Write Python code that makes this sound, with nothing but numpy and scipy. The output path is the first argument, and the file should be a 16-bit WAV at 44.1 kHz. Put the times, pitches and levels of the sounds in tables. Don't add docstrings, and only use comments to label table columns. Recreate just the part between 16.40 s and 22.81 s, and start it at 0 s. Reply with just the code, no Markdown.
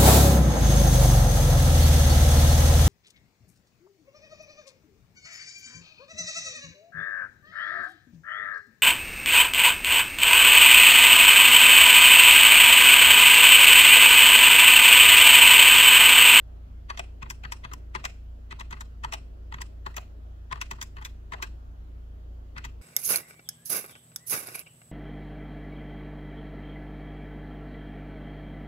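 import sys
import numpy as np
from scipy import signal
from scipy.fft import rfft, irfft
from scipy.io import wavfile
from scipy.ndimage import uniform_filter1d

SR = 44100
rng = np.random.default_rng(int(sys.argv[2]) if len(sys.argv) > 2 else 0)


def dump(signal):
    limited = np.clip(np.atleast_2d(signal).T, -1, 1)
    pcm = np.round(limited * 32767).astype(np.int16)
    wavfile.write(sys.argv[1], SR, pcm)


N = 282857
ONSET_SAMPLES, KNOCK_SAMPLES = 2048, 8192
KNOCK_MS = (np.arange(KNOCK_SAMPLES) - ONSET_SAMPLES) / SR * 1000


def amp(db):
    return 10 ** (np.asarray(db) / 20)


def unit_rms(x):
    return x / np.sqrt(np.mean(x ** 2) + 1e-20)


def curve_at(points, hz):
    points_hz, values = np.transpose(points)
    return np.interp(np.log(hz + 1), np.log(points_hz + 1), values)


def add_knock(mix, time_s, sound):
    start = round(time_s * SR) - ONSET_SAMPLES
    span = mix[..., start:start + KNOCK_SAMPLES]
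    span += sound[..., :span.shape[-1]]


def motor_hum():
    # (shaft order, rms level [dB])
    orders = [(1, -53), (2, -42), (3, -52.5), (4, -66), (8, -69), (9, -72)]
    # (frequency [Hz], rms level [dB])
    drones = [(37., -77), (59.2, -58.5)]
    shaft_hz, waver_db = 28.36, 0.4
    waver_hz = np.geomspace(0.2, 1.4, num=12)
    t = np.arange(N) / SR
    hum = 0
    for hz, db in [(order * shaft_hz, db) for order, db in orders] + drones:
        waver = unit_rms(sum(np.sin(2 * np.pi * (f * t + rng.random())) / np.sqrt(f) for f in waver_hz))
        hum += np.sqrt(2) * amp(db + waver_db * waver) * np.sin(2 * np.pi * (hz * t + rng.random()))
    return hum


def air_noise(rms_db=-50.5, patch_db=1.55):
    # (frequency [Hz], relative density [dB])
    spectrum = [(12, -47), (20, -31.5), (45, -7), (100, -24.5), (135, -19), (170, -27), (320, -27),
                (520, -32.5), (620, -31.5), (1000, -41), (1350, -40.5), (2300, -50.5), (3100, -49),
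                (3600, -53.5), (7600, -60.5), (8200, -101)]
    # (frequency [Hz], left-right correlation)
    coherence = [(60, 0.9), (130, 0.74), (290, 0.44), (640, -0.33), (1410, -0.54), (3100, 0.12),
                 (6820, -0.21), (15000, 0.69)]
    frames, hz = N // 512 + 5, np.fft.rfftfreq(2048, 1 / SR)
    left_re, left_im, other_re, other_im, patches = rng.standard_normal((frames, 1025, 5)).T
    patches = uniform_filter1d(patches, size=20, axis=0)
    patches = unit_rms(uniform_filter1d(patches, size=8, axis=1))
    corr = curve_at(coherence, hz)[:, None]
    left = left_re + 1j * left_im
    right = corr * left + np.sqrt(1 - corr ** 2) * (other_re + 1j * other_im)
    spectra = np.array([left, right]) * amp(curve_at(spectrum, hz)[:, None] + patch_db * patches)
    return amp(rms_db) * unit_rms(signal.istft(spectra, nperseg=2048, noverlap=1536)[1][:, :N])


def ring(force, modes):
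    hz = np.fft.rfftfreq(KNOCK_SAMPLES, 1 / SR)
    mode_hz, width_hz, db = np.transpose(modes)[:, :, None]
    sign = (-1.) ** np.arange(len(modes))[:, None]
    damping = 1j * hz * width_hz
    response = sign * amp(db) * damping / (mode_hz ** 2 - hz ** 2 + damping)
    return irfft(rfft(force) * response.sum(0), KNOCK_SAMPLES)


def key_rattle(cap_db, case_hz, cap_hz, case_db, tick_db, fall_ms, snap_db, rise_ms=10.3):
    # (frequency [Hz], width [Hz], level [dB])
    body = [(380, 39, -7), (680, 32, -8.5), (860, 61.5, -3), (1010, 107, -1.5), (1230, 233, -3),
            (1436, 63, -3), (1620, 55, 0.5), (1780, 110, -0.5), (1990, 173, 6), (2560, 143, 1),
            (3207, 374, -2.5), (3840, 390, -6), (4490, 230, -6.5), (4990, 230, 4), (5700, 394, 6),
            (6670, 920, 3), (7770, 810, 2.5), (11600, 4200, 9.5), (15400, 3700, 10)]
    edges_hz = [0, 1400, 4800, 9000, SR]
    # (hold [ms], share of rise_ms, share of fall_ms, left-right correlation, left excess [dB])
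    bands = [(4.06, 0.76, 0.73, 0.88, 5), (2.3, 1, 0.86, 0.58, 3), (1.15, 0.84, 0.71, 0.15, 3),
             (1.3, 0.54, 0.77, 0.09, 3)]
    modes = np.array(body + [(case_hz, 60, 0), (cap_hz, 130, -2)], float)
    grain_db = 2.9 * np.minimum(rng.exponential(1, KNOCK_SAMPLES), 5)
    left, other = rng.standard_normal((2, KNOCK_SAMPLES))
    nearness = np.exp(-(np.log(modes[:, :1] / [case_hz, cap_hz]) / 0.31) ** 2).sum(1)
    modes[:, 2] += 3.2 * nearness + 1.6 * rng.standard_normal(len(modes))
    tilt_db_per_octave, sizzle_db = 0.6 + 0.1 * tick_db, -7 + 1.45 * tick_db
    modes[:, 2] += tilt_db_per_octave * np.log2(modes[:, 0])
    rattle = 0
    for low_hz, high_hz, db, band in zip(edges_hz, edges_hz[1:], (case_db, 0, tick_db, sizzle_db), bands):
        hold_ms, rise_share, fall_share, corr, left_db = band
        rising = -KNOCK_MS / (rise_share * rise_ms)
        falling = np.maximum(KNOCK_MS - hold_ms, 0) / max(fall_share * fall_ms, 1)
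        envelope = amp(-20 * np.maximum(rising, falling))
        envelope[KNOCK_MS < 0] *= amp(-max(snap_db, 0))
        right = corr * left + np.sqrt(1 - corr ** 2) * other
        chatter = envelope * amp(grain_db) * [left, right]
        impulse = np.linalg.norm(chatter[0]) * (KNOCK_MS == 0)
        band_modes = modes[(modes[:, 0] >= low_hz) & (modes[:, 0] < high_hz)]
        ringing = np.vstack([ring(chatter, band_modes), ring(impulse, band_modes * [1, 2.2, 0.7])])
        peak_rms = np.sqrt(uniform_filter1d((ringing[:2] ** 2).mean(0), size=110).max())
        pan_db = np.array([[left_db / 2], [-left_db / 2], [0]])
        rattle += amp(db + pan_db) * ringing / peak_rms
    return amp(cap_db) * rattle


def key_strokes(rebound_s=0.017):
    # (time [s], keycap level [dB], case pitch [Hz], keycap pitch [Hz],
    #  case re keycap [dB], tick re keycap [dB], nominal 20 dB fall [ms])
    strokes = [(0.4989,-41,1000,1710,-4,-23,-2),(0.5004,-33.5,1103,1730,4,-13.5,16.5),(0.573,-36.5,680,3400,-7,-9.5,34),(.5929,-29.5,680,2530,-0.5,-8.5,12),
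               (.819,-49.5,1000,2460,9.5,-21,27),(0.8273,-38,1060,2500,1,-12,11),(.8587,-49.5,1060,1790,4.5,-23,14),(0.9001,-35,980,1990,-8.5,-1.5,9),(0.906,-35.5,940,1990,-5,-2.5,20),
               (1.036,-41,1170,2540,-3,-17,14),(1.0512,-36.5,1230,1770,-5.5,-20,7),(1.1201,-31.5,947,2560,-2.5,-5,20),
               (1.238,-43,1000,1890,-3,-22,7),(1.247,-38.5,1000,1950,3.5,-17,14),(1.3133,-46.5,1170,2170,5.5,-16,26),(1.334,-39.5,1000,2700,2.5,-1,11.5),
               (1.5497,-29.5,950,2570,1.5,-13.5,8.5),(1.558,-34,1040,1710,-0.5,-13.5,11),(1.6407,-37,690,2550,1,-10.5,3),(1.651,-27,703,2430,-5.5,-6,15),
               (2.1087,-40.5,1110,2230,-5,-12.5,18),(2.117,-40.5,980,2250,-15,-16,21),(2.125,-45,1050,1990,8.5,-9.5,-2),(2.189,-58,1000,2020,11,-11,4),(2.1975,-41,970,4000,-2,-6,6),(2.2076,-38,1090,2180,-0.5,-10.5,15.5),
               (2.3079,-45,1160,1620,-3,-5.5,20),(2.3145,-50,1170,1680,3.5,-14,10),(2.327,-34.5,933,2180,0,-15,11),(2.339,-48,1060,1850,4,-16,8),(2.3663,-53,1080,2150,4,-28,38),(2.4068,-39,930,2020,-1.5,-3.5,19),(2.4116,-47,1010,4170,3.5,-5,8),
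               (2.636,-35.5,1000,1750,-0.5,-14.5,27),(2.6452,-36,1000,1910,10,-7.5,11),(2.723,-34.5,1090,2560,2,-5,8.5),(2.7346,-32,680,2770,-0.5,-3.5,21),
               (3.1228,-40.5,1015,2160,5,-16,5),(3.1408,-34,1044,1560,-1,-15,11.5),(3.184,-46.5,1030,1990,1,-26,6),(3.205,-48.5,1060,1990,8.5,-22,3),(3.2164,-35,1000,2090,-5.5,-1,10.5),
               (3.4622,-38,930,1640,8.5,-12.5,17),(3.542,-51,860,1960,-1,-12,13),(3.5652,-35,1350,2520,-3.5,-1.4,21.5),(3.5808,-36.5,680,2820,0,-12,6),
               (4.112,-42.5,1000,1640,9.5,-15,22),(4.1261,-31.5,1040,1605,2,-11,6.5),(4.1568,-45.5,975,1620,3,-13,2.5),(4.175,-61,990,1500,16.5,-15,18),(4.213,-29,1000,2570,-4,-5,19.5),
               (4.3109,-32.5,1025,1850,-0.5,-5.5,14.5),(4.332,-53,1090,3150,7.5,-5,9),(4.3846,-56.5,900,1640,9.5,-20,34),(4.4132,-32,1270,2000,-9.5,-4.5,12),(4.4252,-39,1000,2000,-3.5,2.5,16),
               (4.5672,-44.5,1010,1780,0.5,-16.5,12),(4.5826,-49.5,1100,1910,3,-18,24),(4.6129,-50,1280,1570,6,-22,26),(4.6234,-46.5,1030,1620,-1,-12,15),(4.649,-36,1230,3520,-20,-2,13.5),(4.657,-43.5,1110,2520,-0.5,-2,21),
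               (4.9203,-38.5,930,1710,4.5,-13.5,23),(4.9364,-36,926,1710,3,-14,-1),(4.9416,-40,660,1770,2.5,-18,5),(5.0007,-61,920,2290,20,-17,10),(5.0235,-29.5,900,1990,-2.5,-6,24),
               (6.164,-42.5,990,1770,1,-29,24),(6.18,-37,1230,1550,-8.5,-10,13),(6.241,-39.5,1150,2700,-5,-14,9),(6.2483,-39,1030,2050,-2,-4.5,22)]
    clicks, previous_s = np.zeros((3, N)), 0
    for time_s, cap_db, case_hz, cap_hz, case_db, tick_db, fall_ms in strokes:
        snap_db = (6.5 if time_s - previous_s < rebound_s else 14.5) + 0.29 * tick_db
        add_knock(clicks, time_s, key_rattle(cap_db, case_hz, cap_hz, case_db, tick_db, fall_ms, snap_db))
        previous_s = time_s
    return clicks


def microphone_ports(left, right):
    # (frequency [Hz], right delay [samples])
    lag = [(500, 30.7), (1000, 15.15), (2000, 12), (4000, 12.97)]
    lag_samples = curve_at(lag, np.fft.rfftfreq(N, 1 / SR))
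    delay = np.exp(-2j * np.pi * np.fft.rfftfreq(N) * lag_samples)
    return np.array([left, irfft(rfft(right) * delay, N)])


def room_tail(feed, build_s=0.0091, wall_s=0.049, wall_width_s=0.0077, wall_db=6.5):
    # (frequency [Hz], T60 [s], relative level [dB])
    decay = [(300, 0.24, 2), (1000, 0.24, -4.5), (2630, 0.35, -2.5), (4500, 0.42, -3), (8100, 0.33, 0.5),
             (13700, 0.4, -0.5)]
    size = SR // 2
    taps = np.zeros((2, size))
    arrivals = np.arange(300, size - 20, 20) + rng.integers(0, 20, (2, (size - 301) // 20))
    np.put_along_axis(taps, arrivals, rng.choice([-1., 1.], arrivals.shape), 1)
    hz, t, spectra = signal.stft(taps, SR, nperseg=256)
    t60_s, level_db = (curve_at(np.array(decay)[:, [0, k]], hz)[:, None] for k in (1, 2))
    wall = amp(wall_db * np.exp(-((t - wall_s) / wall_width_s) ** 2))
    envelope = np.minimum(t / build_s, 1) * wall * amp(level_db - 60 * t / t60_s)
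    tail = signal.istft(spectra * envelope, SR, nperseg=256)[1]
    return signal.fftconvolve(feed, tail / np.linalg.norm(tail[0]), axes=1)[:, :N]


def room_echoes(feed, turn_hz=2.3):
    phase = np.pi * turn_hz * np.arange(N) / SR
    return np.sqrt(2 / 3) * sum(room_tail(feed * np.cos(phase + k * np.pi / 3)) for k in range(3))


def desk_thumps(ms_per_20_db=14):
    # (frequency [Hz], width [Hz], level [dB])
    modes = [(130.3, 11.7, -0.5), (222, 15, -1)]
    # (time [s], peak level [dB])
    pushes = [(0.5727,-55),(.5929,-47),(.8274,-38),(.905,-46),(1.0512,-40.5),(1.248,-39.5),(1.333,-52),(1.559,-38),(1.652,-44.5),(2.12,-45.5),(2.2072,-46.5),(2.326,-40.5),(2.4107,-48.5),(2.6457,-43),(3.1413,-40.5),(3.463,-45),(3.569,-45),(4.127,-39),(4.213,-56),(4.319,-41),(4.4244,-44),(4.5842,-46),(4.6244,-48.5),(4.9216,-43),(6.1643,-42.5),(6.2503,-48.5)]
    force = amp(-20 * abs(KNOCK_MS) / ms_per_20_db)
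    thump = ring(force, modes)
    thumps = np.zeros(N)
    for time_s, db in pushes:
        add_knock(thumps, time_s, amp(db) * thump / abs(thump).max())
    return thumps


def scene(echo_db=-14):
    clicks = key_strokes()
    direct = microphone_ports(clicks[0], clicks[1])
    echoes = amp(echo_db) * room_echoes(clicks[2:])
    return direct + echoes + desk_thumps() + motor_hum() + air_noise()


def record(dry, hiss_db=-78, cutoff_hz=15900):
    hiss = amp(hiss_db) * unit_rms(np.diff(rng.standard_normal((2, N + 1)), axis=1))
    lowpass = signal.firwin(127, cutoff_hz, window=("kaiser", 8), fs=SR)
    return signal.oaconvolve(dry + hiss, lowpass[None], "same")


dry = scene()
out = record(dry)
dump(out)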